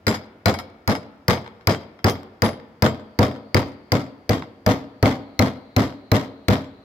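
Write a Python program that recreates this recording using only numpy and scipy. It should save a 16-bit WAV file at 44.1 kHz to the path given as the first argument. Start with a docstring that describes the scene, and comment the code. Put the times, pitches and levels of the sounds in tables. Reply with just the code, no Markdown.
"""A sharp crack of steel on steel, close by: the first of eighteen hammer blows that bend a strip over
a wooden block clamped to a workbench. Each impact excites the modes of the strip, block and bench top,
and throws clamps and loose tools into a short rattle. As the strip seats on the block, more of the blow
passes into the bench. A small workshop reverberates over a faint rumble and hiss."""
import sys
import numpy as np
from scipy import signal
from scipy.fft import rfft, irfft
from scipy.io import wavfile

SR = 44100
rng = np.random.default_rng(int(sys.argv[2]) if len(sys.argv) > 2 else 0)


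def wav_out(sig):
    """Save sig, one row per channel (or a flat mono array), as 16-bit PCM at SR to the path in sys.argv[1]."""
    wavfile.write(sys.argv[1], SR, np.round(np.clip(np.atleast_2d(sig).T, -1, 1) * 32767).astype(np.int16))


N = 301644

# Each row: start in seconds, force in dB, crack level in dB, crack left over right in dB,
# note of the block in Hz, rattle level in dB, time before the rattle decays in seconds.
HAMMER_BLOWS = [(0.0677, -3, -16.5, 7, 417, -34, 0.063), (0.4577, 0, -13.5, 9.5, 677, -29, 0.019),
                (0.876, -2, -18.5, 2.5, 511, -31.5, 0.019), (1.2812, 0, -13, 5.5, 491, -26.5, 0.023),
                (1.6712, -0.5, -11.5, 3, 499, -31, 0.031), (2.043, 0.5, -13.5, 1, 368.4, -30.5, 0.031),
                (2.4201, -0.5, -13.5, 8.5, 231, -32.5, 0.036), (2.8222, 1.5, -14, 4, 208, -30.5, 0.017),
                (3.1891, 3, -17.5, -15, 210, -29, 0.026), (3.5446, -1, -11.5, 6, 353.6, -31, 0.011),
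                (3.9193, -3, -13, 4.5, 296, -35.5, .012), (4.293, -3, -16, 4, 607, -32, 0.0098),
                (4.663, 0, -16, 7, 618, -29, 0.029), (5.0267, 3.5, -19, 4, 257, -27, 0.019),
                (5.392, -0.5, -12, 3.5, 255.4, -30, 0.025), (5.7641, 0, -15.5, 5, 258, -31, 0.028),
                (6.1164, 0.5, -15, -3, 613, -30, 0.031), (6.4829, 0, -14, 7.5, 180, -30, 0.031)]
# Each row: time in seconds, how firmly the strip lies on the block from 0 (raised) to 1 (seated).
SEATING = [(0, 0.2), (2.7, 0.15), (3.5, 0.86), (6.8, 0.98)]
# Each row: time in seconds, note of the bending strip in Hz.
STRIP_PITCH = [(0, 4660), (1.3, 4970), (3.5, 4720), (4.7, 4870), (5.3, 4150), (6.5, 4040)]
# Loose steel falling back. Each row: start in seconds, level in dB, ring over tick in dB, treble in dB.
LANDINGS = [(0.0807, -9.5, -6.5, 2.5), (0.1484, -24.5, -0.5, 4.5), (0.5407, -14.5, -7.5, -3),
            (0.588, -20.5, -1.5, 1.5), (0.9522, -19, -3, -5), (1.4628, -22, -17, -24),
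            (1.477, -28, -14, -20), (1.61, -35, -8, -17), (1.7478, -15, -13, -9), (1.9904, -35.5, -6, -16),
            (2.0971, -16.5, -12, 10.5), (2.2318, -34, -18, 3), (2.8639, -4.5, -13, -22),
            (3.5671, -2.5, -14, -7), (3.6287, -18.5, -10.5, -17), (3.9528, -12, -9, -7),
            (4.4233, -19.5, -12.5, -16), (6.1418, -14, -7, -7), (6.555, -14, -10, -12)]
def hammering(free_end_db=-20, landing_ring_db=-20.5):
    """Superposition: the responses to all blows, and to what they shake loose, add together."""
    mix, clamps = np.zeros((2, N)), clamp_ring()
    for s, force_db, *contact in HAMMER_BLOWS:
        seated = np.clip(np.interp(s, *np.transpose(SEATING)), 0, 1)
        strip_hz = np.interp(s, *np.transpose(STRIP_PITCH))
        add(mix, s, blow(clamps, seated, strip_hz, force_db, *contact))
        add(mix, s, gain_of(force_db + free_end_db) * free_end(s))
        add(mix, s, gain_of(force_db) * settling(clamps))
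    for s, level_db, ring_db, sharp_db in LANDINGS:
        add(mix, s, gain_of(level_db) * clink(clamps, ring_db, sharp_db))
        add(mix, s, gain_of(level_db + landing_ring_db) * free_end(s))
    return mix


def blow(clamps, seated, strip_hz, force_db, crack_db, pan_db, block_hz, rattle_db, hold, flight_s=.011):
    """Mechanical coupling: one impact drives every body; a seated strip passes more into the bench."""
    sharp_db, rattle_t60 = blend(seated, -0.5, -2.5), blend(seated, 0.1, 0.25)
    sound = np.zeros((2, SR))
    add(sound, 0, gain_of(crack_db) * crack(pan_db, strip_hz, sharp_db))
    add(sound, 0, gain_of(force_db + blend(seated, -56.5, -42.5)) * hammer_head())
    add(sound, 0, gain_of(force_db + blend(seated, -22, -17.5)) * bench_thump(seated))
    add(sound, 0, gain_of(force_db + blend(seated, -21, -20.5)) * block_knock(seated, block_hz))
    add(sound, 0, gain_of(force_db + blend(seated, -24.5, -31)) * jig_clank())
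    # clamps and tools are thrown up, and rattle when they land
    add(sound, flight_s, gain_of(rattle_db) * rattle(clamps, seated, hold, rattle_t60, sharp_db))
    return sound


# Spectrum of steel striking steel. Each row: frequency in Hz, relative level in dB.
CRACK_SPECTRUM = [(150, -8), (450, 2.5), (750, -6.5), (1300, -10), (2080, 3.5), (2700, -12.5),
                  (4100, -12.5), (5500, -6.5), (6300, -13.5), (8000, -21), (10500, -23), (13500, -12.5),
                  (15500, -18.5), (17000, -23)]
def crack(pan_db, strip_hz, sharp_db, rise=0.00016, contact=0.0018, release=0.0026, choke_s=0.003):
    """A brief contact has a broad spectrum; the hammer face damps the strip's note at once."""
    t = clock(2048)
    onset = 1 - np.exp(-t / rise)
    envelope = onset * np.exp(-np.maximum(t - contact, 0) / release)
    burst = coloured(rng.standard_normal((2, len(t))) * envelope, CRACK_SPECTRUM)
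    burst = np.array([levelled(side, span=0.0029) for side in burst])
    note = onset * np.exp(-t / choke_s) * np.sin(2 * np.pi * (strip_hz * t + rng.random((2, 1))))
    return (sharpened(burst, sharp_db) + gain_of(-3) * levelled(note, span=0.0015)) * panned(pan_db)


# Each row: frequency in Hz, relative level in dB with the strip raised, then seated, T60 in seconds.
BENCH_MODES = [(63.7, -27, -15, .25), (90, -10.5, -19, 0.43), (103.6, 5.5, 4.5, 0.13),
               (127.6, -10.5, -9.5, 0.27), (157, -19, -8.5, 0.2), (192.2, -28, -7, 0.25),
               (215.9, -2, -8.5, 0.24), (260.6, -20, -10, 0.41), (277, -19, -12, 0.44),
               (312, -25, -13.5, 0.25), (361.4, -16.5, -23.5, 0.18), (435.7, -12, -20.5, 0.26),
               (500.7, -6.5, -11.5, 0.2), (608, -17, -10.5, 0.19), (667, -12, -22, 0.31),
               (771, -21, -17.5, 0.18)]
def bench_thump(seated, rise=0.0076, delay=0.00096, spread_db=1.57, detune=0.0059, skew_rad=0.33):
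    """The heavy bench top swings in its normal modes; each reaches the two ports slightly out of phase."""
    t = np.maximum(clock(30000) - delay, 0)
    hz, raised_db, seated_db, t60 = np.transpose(BENCH_MODES)[:, :, None]
    weight, load, skew = rng.standard_normal((3, len(BENCH_MODES), 1))
    decay = gain_of(blend(seated, raised_db, seated_db) + spread_db * weight - 60 * t / t60)
    phase = 2 * np.pi * hz * (1 + detune * load) * t
    swing = np.array([(decay * np.sin(phase + side * skew_rad * skew)).sum(0) for side in (.5, -.5)])
    return levelled(swing * (1 - np.exp(-t / rise)), span=0.12) * panned(1.0)


# Spectrum of block, jig and frame. Each row: frequency in Hz, relative level in dB.
KNOCK_SPECTRUM = [(20, -43.5), (35, -25.5), (55, -10), (100, -0.5), (220, 1), (330, -2.5), (520, -2),
                  (700, -3.5), (900, -11.5), (1250, -9.5), (1600, -26), (2500, -25.5), (5000, -50.5)]
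def block_knock(seated, block_hz, rise=.003, note_db=-9, note_t60=.14):
    """Modal overlap: crowded modes merge into noise, and the striking point favours one of them."""
    t = clock(20000)
    hold = blend(seated, 0.044, 0.0057)  # a seated strip passes the blow on at once
    t60 = blend(seated, 0.22, 0.32)
    onset = 1 - np.exp(-t / rise)
    clatter = coloured(noise(len(t)) * onset * fading(t, t60, hold), KNOCK_SPECTRUM)
    note = onset * fading(t, note_t60) * np.sin(2 * np.pi * block_hz * t)
    return levelled(clatter, span=0.092) + gain_of(note_db) * levelled(note, span=.1)


def jig_clank(rise=0.0063, t60=.09, band_hz=(750, 1700)):
    """A band-limited transient: the jig clanks dully as it is driven into the bench."""
    t = clock(8000)
    burst = noise(len(t)) * (1 - np.exp(-t / rise)) * fading(t, t60)
    band = signal.butter(3, band_hz, "band", fs=SR, output="sos")
    return levelled(signal.sosfilt(band, burst), span=0.037)


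# Each row: frequency in Hz, relative level in dB, T60 in seconds.
FREE_END_MODES = [(1440, 0.5, 0.2), (2240, -1, 0.27), (2300, -5, .14), (4100, 0.5, .12), (4970, -5, .14),
                  (5100, -6, .11), (7000, -15, .12), (7900, -14, .13), (11070, -13, 0.16)]
def free_end(s, fade_db_per_s=11.5):
    """Free vibration of the strip's unbent end, weaker at each blow as it is folded down."""
    return gain_of(-fade_db_per_s * s) * ringing(FREE_END_MODES) * panned(3)


# Each row: frequency in Hz, relative level in dB, T60 in seconds.
HAMMER_MODES = [(13960, -3, .1), (14450, -1, .17), (14700, -12.5, .15), (15060, -5, 0.25)]
def hammer_head():
    """A compact, stiff body has high natural frequencies: the head rings in the top octave."""
    return ringing(HAMMER_MODES)


def ringing(modes, spread_db=2, detune=0.0081):
    """Damped modes of steel: each contact loads them anew, and each port hears its own phases."""
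    t = clock(15000)
    hz, db, t60 = np.transpose(modes)[:, :, None]
    weight, load = rng.standard_normal((2, len(modes), 1))
    decay = gain_of(db + spread_db * weight - 60 * t / t60)
    cycles = hz * (1 + detune * load) * t
    return (decay * np.sin(2 * np.pi * (cycles + rng.random((2, *hz.shape))))).sum(1)


# Spectrum of clamps and tools. Each row: frequency in Hz, relative level in dB.
RATTLE_SPECTRUM = [(400, -28), (900, 2.5), (1300, -0.5), (2150, 0), (2500, -9), (3400, -6), (5000, -10.5),
                   (6500, -16), (9000, -25), (11000, -24.5), (13000, -21.5), (15600, -26.5), (16200, -44)]
def rattle(clamps, seated, hold, t60, sharp_db, rise=0.0033, per_s=420, tick_s=0.001, dull_s=0.23):
    """A random impulse train: clamps and tools chatter, each contact a tick and a ring of steel."""
    t = clock(16000)
    swell = (1 - np.exp(-t / rise)) * fading(t, t60, hold)
    strikes = rng.random(len(t)) < per_s / SR
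    contacts = strikes * gain_of(4.5 * np.minimum(rng.exponential(1, len(t)), 3))
    ticks = signal.lfilter([1], [1, -np.exp(-1 / (tick_s * SR))], contacts)
    chatter = coloured(noise(len(t)) * (0.47 + ticks) * swell, RATTLE_SPECTRUM)  # ticks over a wash
    drive = (contacts * swell)[None]
    clang = convolved(drive, clamps)
    ring = convolved(drive, steel_ring() * panned(5))
    parts = (-2.5, chatter), (-3.5, clang), (-7 - 7 * seated, ring)  # the wood damps a seated strip
    sound = sum(gain_of(db) * levelled(part, span=0.14) for db, part in parts)
    soft = signal.sosfiltfilt(signal.butter(1, 8000, fs=SR, output="sos"), sound)
    hardness = np.exp(-np.maximum(t - hold, 0) / dull_s)  # the last, slow bounces are duller
    return sharpened(blend(hardness, soft, sound), sharp_db)


def clamp_ring(t60=0.058, count=240, low_hz=700, top_hz=15500):
    """Impulse response of the cast clamps: a crowd of fine modes, the same at every contact."""
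    t = clock(5000)
    place, decay_spread, left, right = rng.random((4, count, 1))
    hz = low_hz + (top_hz - low_hz) * ((np.arange(count)[:, None] + place) / count) ** 2
    decay = hz ** .25 * fading(t, t60 * (.5 + decay_spread))  # sparser treble modes each carry more
    ring = np.array([(decay * np.sin(2 * np.pi * (hz * t + phase))).sum(0) for phase in (left, right)])
    ring = coloured(ports(ring), RATTLE_SPECTRUM)
    return ring / np.sqrt(np.sum(ring ** 2))


# Strip and clamps. Each row: frequency in Hz, relative level in dB, T60 in seconds.
STEEL_MODES = [(1330, 1, 0.056), (1524, -3, 0.038), (2170, -5.5, 0.087), (2230, -9.5, 0.13),
               (3210, -8.5, 0.18), (3660, -21.5, 0.038), (4170, -15.5, 0.075), (5020, -3, 0.054),
               (5050, -1, 0.064), (5450, -11, 0.048), (5550, -11.5, 0.12), (6340, -11.5, .08),
               (7400, -12.5, 0.15), (7630, -20, .08), (8700, -21, .07), (10030, -23.5, .07),
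               (10960, -16.5, 0.13), (13400, -22.5, .1), (13960, -23, .06)]
def steel_ring(spread_db=4.0, detune=0.0056):
    """Modal excitation depends on the contact point: each one weights and loads the modes anew."""
    t = clock(12000)
    hz, db, t60 = np.transpose(STEEL_MODES)[:, :, None]
    weight, load = rng.standard_normal((2, len(STEEL_MODES), 1))
    phase = 2 * np.pi * rng.random((2, len(STEEL_MODES), 1))
    decay = gain_of(db + spread_db * weight - 60 * t / t60)
    return (decay * np.sin(2 * np.pi * hz * (1 + detune * load) * t + phase)).sum(1)


def clink(clamps, ring_db, sharp_db, tick_s=.0014, steel_share=0.81, bounce_s=0.0091, bounce_db=-4):
    """Impact and rebound: a loose piece lands with a tick, and clamps and steel ring twice over."""
    t = clock(clamps.shape[1])
    tick = coloured(noise(len(t), lean=.4) * np.exp(-t / tick_s), RATTLE_SPECTRUM)
    note = steel_ring(spread_db=4.5)[:, :len(t)]
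    ring = clamps / abs(clamps).max() + steel_share * note / abs(note).max()
    add(ring, bounce_s * rng.uniform(0.59, 1.2), gain_of(bounce_db) * ring)
    return sharpened(tick / abs(tick).max() + gain_of(ring_db) * ring, sharp_db, corner_hz=4000)


def settling(clamps, count=3, from_s=.06, spread_s=.12, level_db=-21, fade_db_per_s=133):
    """Dissipation: small pieces settle at chance moments after a blow, the later the softer."""
    sound = np.zeros((2, SR))
    for late in spread_s * rng.random(count):
        level = gain_of(level_db - fade_db_per_s * late)
        add(sound, from_s + late, level * clink(clamps, ring_db=-7.5, sharp_db=-9))
    return sound


# Each row: frequency in Hz, reverberation time in seconds.
REVERB_TIMES = [(60, 0.18), (270, 0.67), (700, 0.8), (2000, 1.07), (5000, 0.34), (9000, 0), (16000, 0.4)]
# Each row: frequency in Hz, gain of the reverberation in dB.
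REVERB_GAINS = [(60, -17.5), (270, -11), (700, -14), (2000, -22), (5000, -11.5), (16000, -18)]
def workshop(x, build_s=0.02):
    """Reverberation: a diffuse field builds up, then decays at its own rate in each band."""
    hz, t, bands = signal.stft(noise(SR, lean=.3), SR, nperseg=512)
    t60 = read(REVERB_TIMES, hz)[:, None]
    decay = gain_of(read(REVERB_GAINS, hz)[:, None] - 60 * t / t60)
    unit_energy = np.sqrt(2 * np.log(1000) / t60 / SR)
    tail = signal.istft(bands * decay * unit_energy, SR, nperseg=512)[1][:, :SR]
    return convolved(x, tail * np.minimum(clock(SR) / build_s, 1))


# Each row: frequency in Hz, relative level in dB.
RUMBLE_SPECTRUM = [(15, -43), (35, -21.5), (60, -5), (90, -2.5), (140, -7.5), (270, -4.5), (600, -12),
                   (1000, -16.5), (1700, -21), (2600, -27), (5000, -35.5), (8500, -47.5), (12000, -46),
                   (16000, -47)]
# Each row: time in seconds, centre frequency in Hz, relative level in dB.
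HISS_PATH = [(0, 4970, -83), (1.8, 5070, -74.5), (2.8, 4760, -74.5), (3.4, 4510, -65), (4.7, 4710, -74.5),
             (5.3, 4240, -63), (6.84, 4060, -64.5)]
def background(rumble_db=-52, width_hz=600, tone_hz=1368, tone_db=-70, tone_end_s=3.7):
    """The noise floor: room rumble, narrow-band hiss that wanders lower, and a thin tone that fades."""
    t = clock(N)
    rumble = levelled(coloured(noise(N, lean=.4), RUMBLE_SPECTRUM), span=N / SR)
    s, hz, db = np.transpose(HISS_PATH)
    white = rng.standard_normal((2, N)) + 1j * rng.standard_normal((2, N))
    flutter = signal.lfilter(*signal.butter(2, width_hz / SR), white)
    carrier = np.exp(2j * np.pi * np.cumsum(np.interp(t, s, hz)) / SR)
    hiss = levelled((flutter * carrier).real, span=N / SR)
    tone = np.sin(2 * np.pi * tone_hz * t) * np.clip(tone_end_s - t, 0, 1)
    return gain_of(rumble_db) * rumble + gain_of(np.interp(t, s, db)) * hiss + gain_of(tone_db) * tone


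# Each row: frequency in Hz, correlation of the two microphone ports (capped at 1 in use).
PORT_CORRELATION = [(100, 1.1), (500, 0.88), (900, 0.82), (1450, -0.43), (2150, 0.35), (2700, 0.36),
                    (3300, 0.27), (4500, 0), (16000, 0.07)]
# Each row: frequency in Hz, left over right in dB at a lean of 1.
PORT_BALANCE = [(100, 2), (600, .5), (1300, 2.5), (2200, 1.5), (3500, 3.5), (5000, 15), (7500, 2.5),
                (11500, -2.5), (13500, 2), (16000, 2)]
def ports(x, lean=1):
    """Spatial coherence: two unrelated signals become alike in the bass, and mostly louder on the left."""
    left, other = rfft(x)
    hz = np.fft.rfftfreq(x.shape[1], 1 / SR)
    same = np.clip(read(PORT_CORRELATION, hz), -1, 1)
    right = same * left + np.sqrt(1 - same ** 2) * other
    return irfft(np.array([left, right]) * panned(lean * read(PORT_BALANCE, hz)), x.shape[1])


def noise(size, lean=1):
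    """Partly coherent white noise at the two ports."""
    return ports(rng.standard_normal((2, size)), lean)


def panned(db):
    """Constant-power panning, left over right by db."""
    pair = gain_of(np.array([[.5], [-.5]]) * db)
    return pair / np.sqrt(np.mean(pair ** 2, 0))


def sharpened(x, db, corner_hz=8000):
    """Contact time sets bandwidth: a shelf shifts the treble by db, upward for a harder contact."""
    treble = signal.sosfiltfilt(signal.butter(2, corner_hz, "high", fs=SR, output="sos"), x)
    return x + (gain_of(db) - 1) * treble


def coloured(x, spectrum, size=4096):
    """Minimum-phase filtering with the given spectrum."""
    log_gain = read(spectrum, abs(np.fft.fftfreq(size, 1 / SR))) * np.log(10) / 20
    taps = np.fft.ifft(np.exp(signal.hilbert(log_gain).conj())).real
    return convolved(x, taps[None, :size // 2])


def convolved(x, response):
    """Convolution with an impulse response, cut to the length of x."""
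    return signal.fftconvolve(x, response, axes=1)[:, :x.shape[1]]


def levelled(x, span):
    """Energy normalisation to that of rms 1 held for span seconds."""
    return x / np.sqrt(np.mean(x ** 2) * x.shape[-1] / SR / span + 1e-20)


def fading(t, t60, hold=0):
    """Exponential decay after a hold: 60 dB in t60 seconds."""
    return gain_of(-60 * np.maximum(t - hold, 0) / t60)


def read(points, hz):
    """Interpolation on a logarithmic frequency axis."""
    f, value = np.transpose(points)
    return np.interp(np.log(hz + 1), np.log(f + 1), value)


def blend(share, start, end):
    """Linear interpolation as share goes from 0 to 1."""
    return start + share * (end - start)


def gain_of(db):
    """Decibels to an amplitude ratio."""
    return 10 ** (np.asarray(db) / 20)


def clock(size):
    """Sample times in seconds."""
    return np.arange(size) / SR


def add(mix, s, sound):
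    """Superposes a sound at second s."""
    part = mix[:, max(round(s * SR), 0):][:, :sound.shape[-1]]
    part += sound[..., :part.shape[1]]


def scene(background_db=-1.0):
    """The sound field is the sum of direct sound, reverberation and noise floor."""
    direct = hammering()
    return direct + workshop(direct) + gain_of(background_db) * background()


def gain_control(x, threshold_db=-13, squeeze=0.8, smooth_s=0.0053, makeup_db=0.09):
    """Compression: the loudest part of each blow is turned down, so it holds level before it dies."""
    keep = np.exp(-1 / (smooth_s * SR))
    power_db = 10 * np.log10(signal.lfilter([1 - keep], [1, -keep], (x ** 2).mean(0)) + 1e-12)
    return x * gain_of(makeup_db - squeeze * np.maximum(power_db - threshold_db, 0))


def record(dry, low_hz=48, top_hz=16500):
    """Band and peak limiting: the microphone loses deep bass, peaks are capped, the top is cut off."""
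    thinned = signal.lfilter(*signal.butter(2, low_hz, "high", fs=SR), dry)
    capped = np.clip(gain_control(thinned), -1, 1)
    lowpass = signal.firwin(255, top_hz, window=("kaiser", 8), fs=SR)
    return signal.oaconvolve(capped, lowpass[None], "same")


dry = scene()
out = record(dry)
wav_out(out)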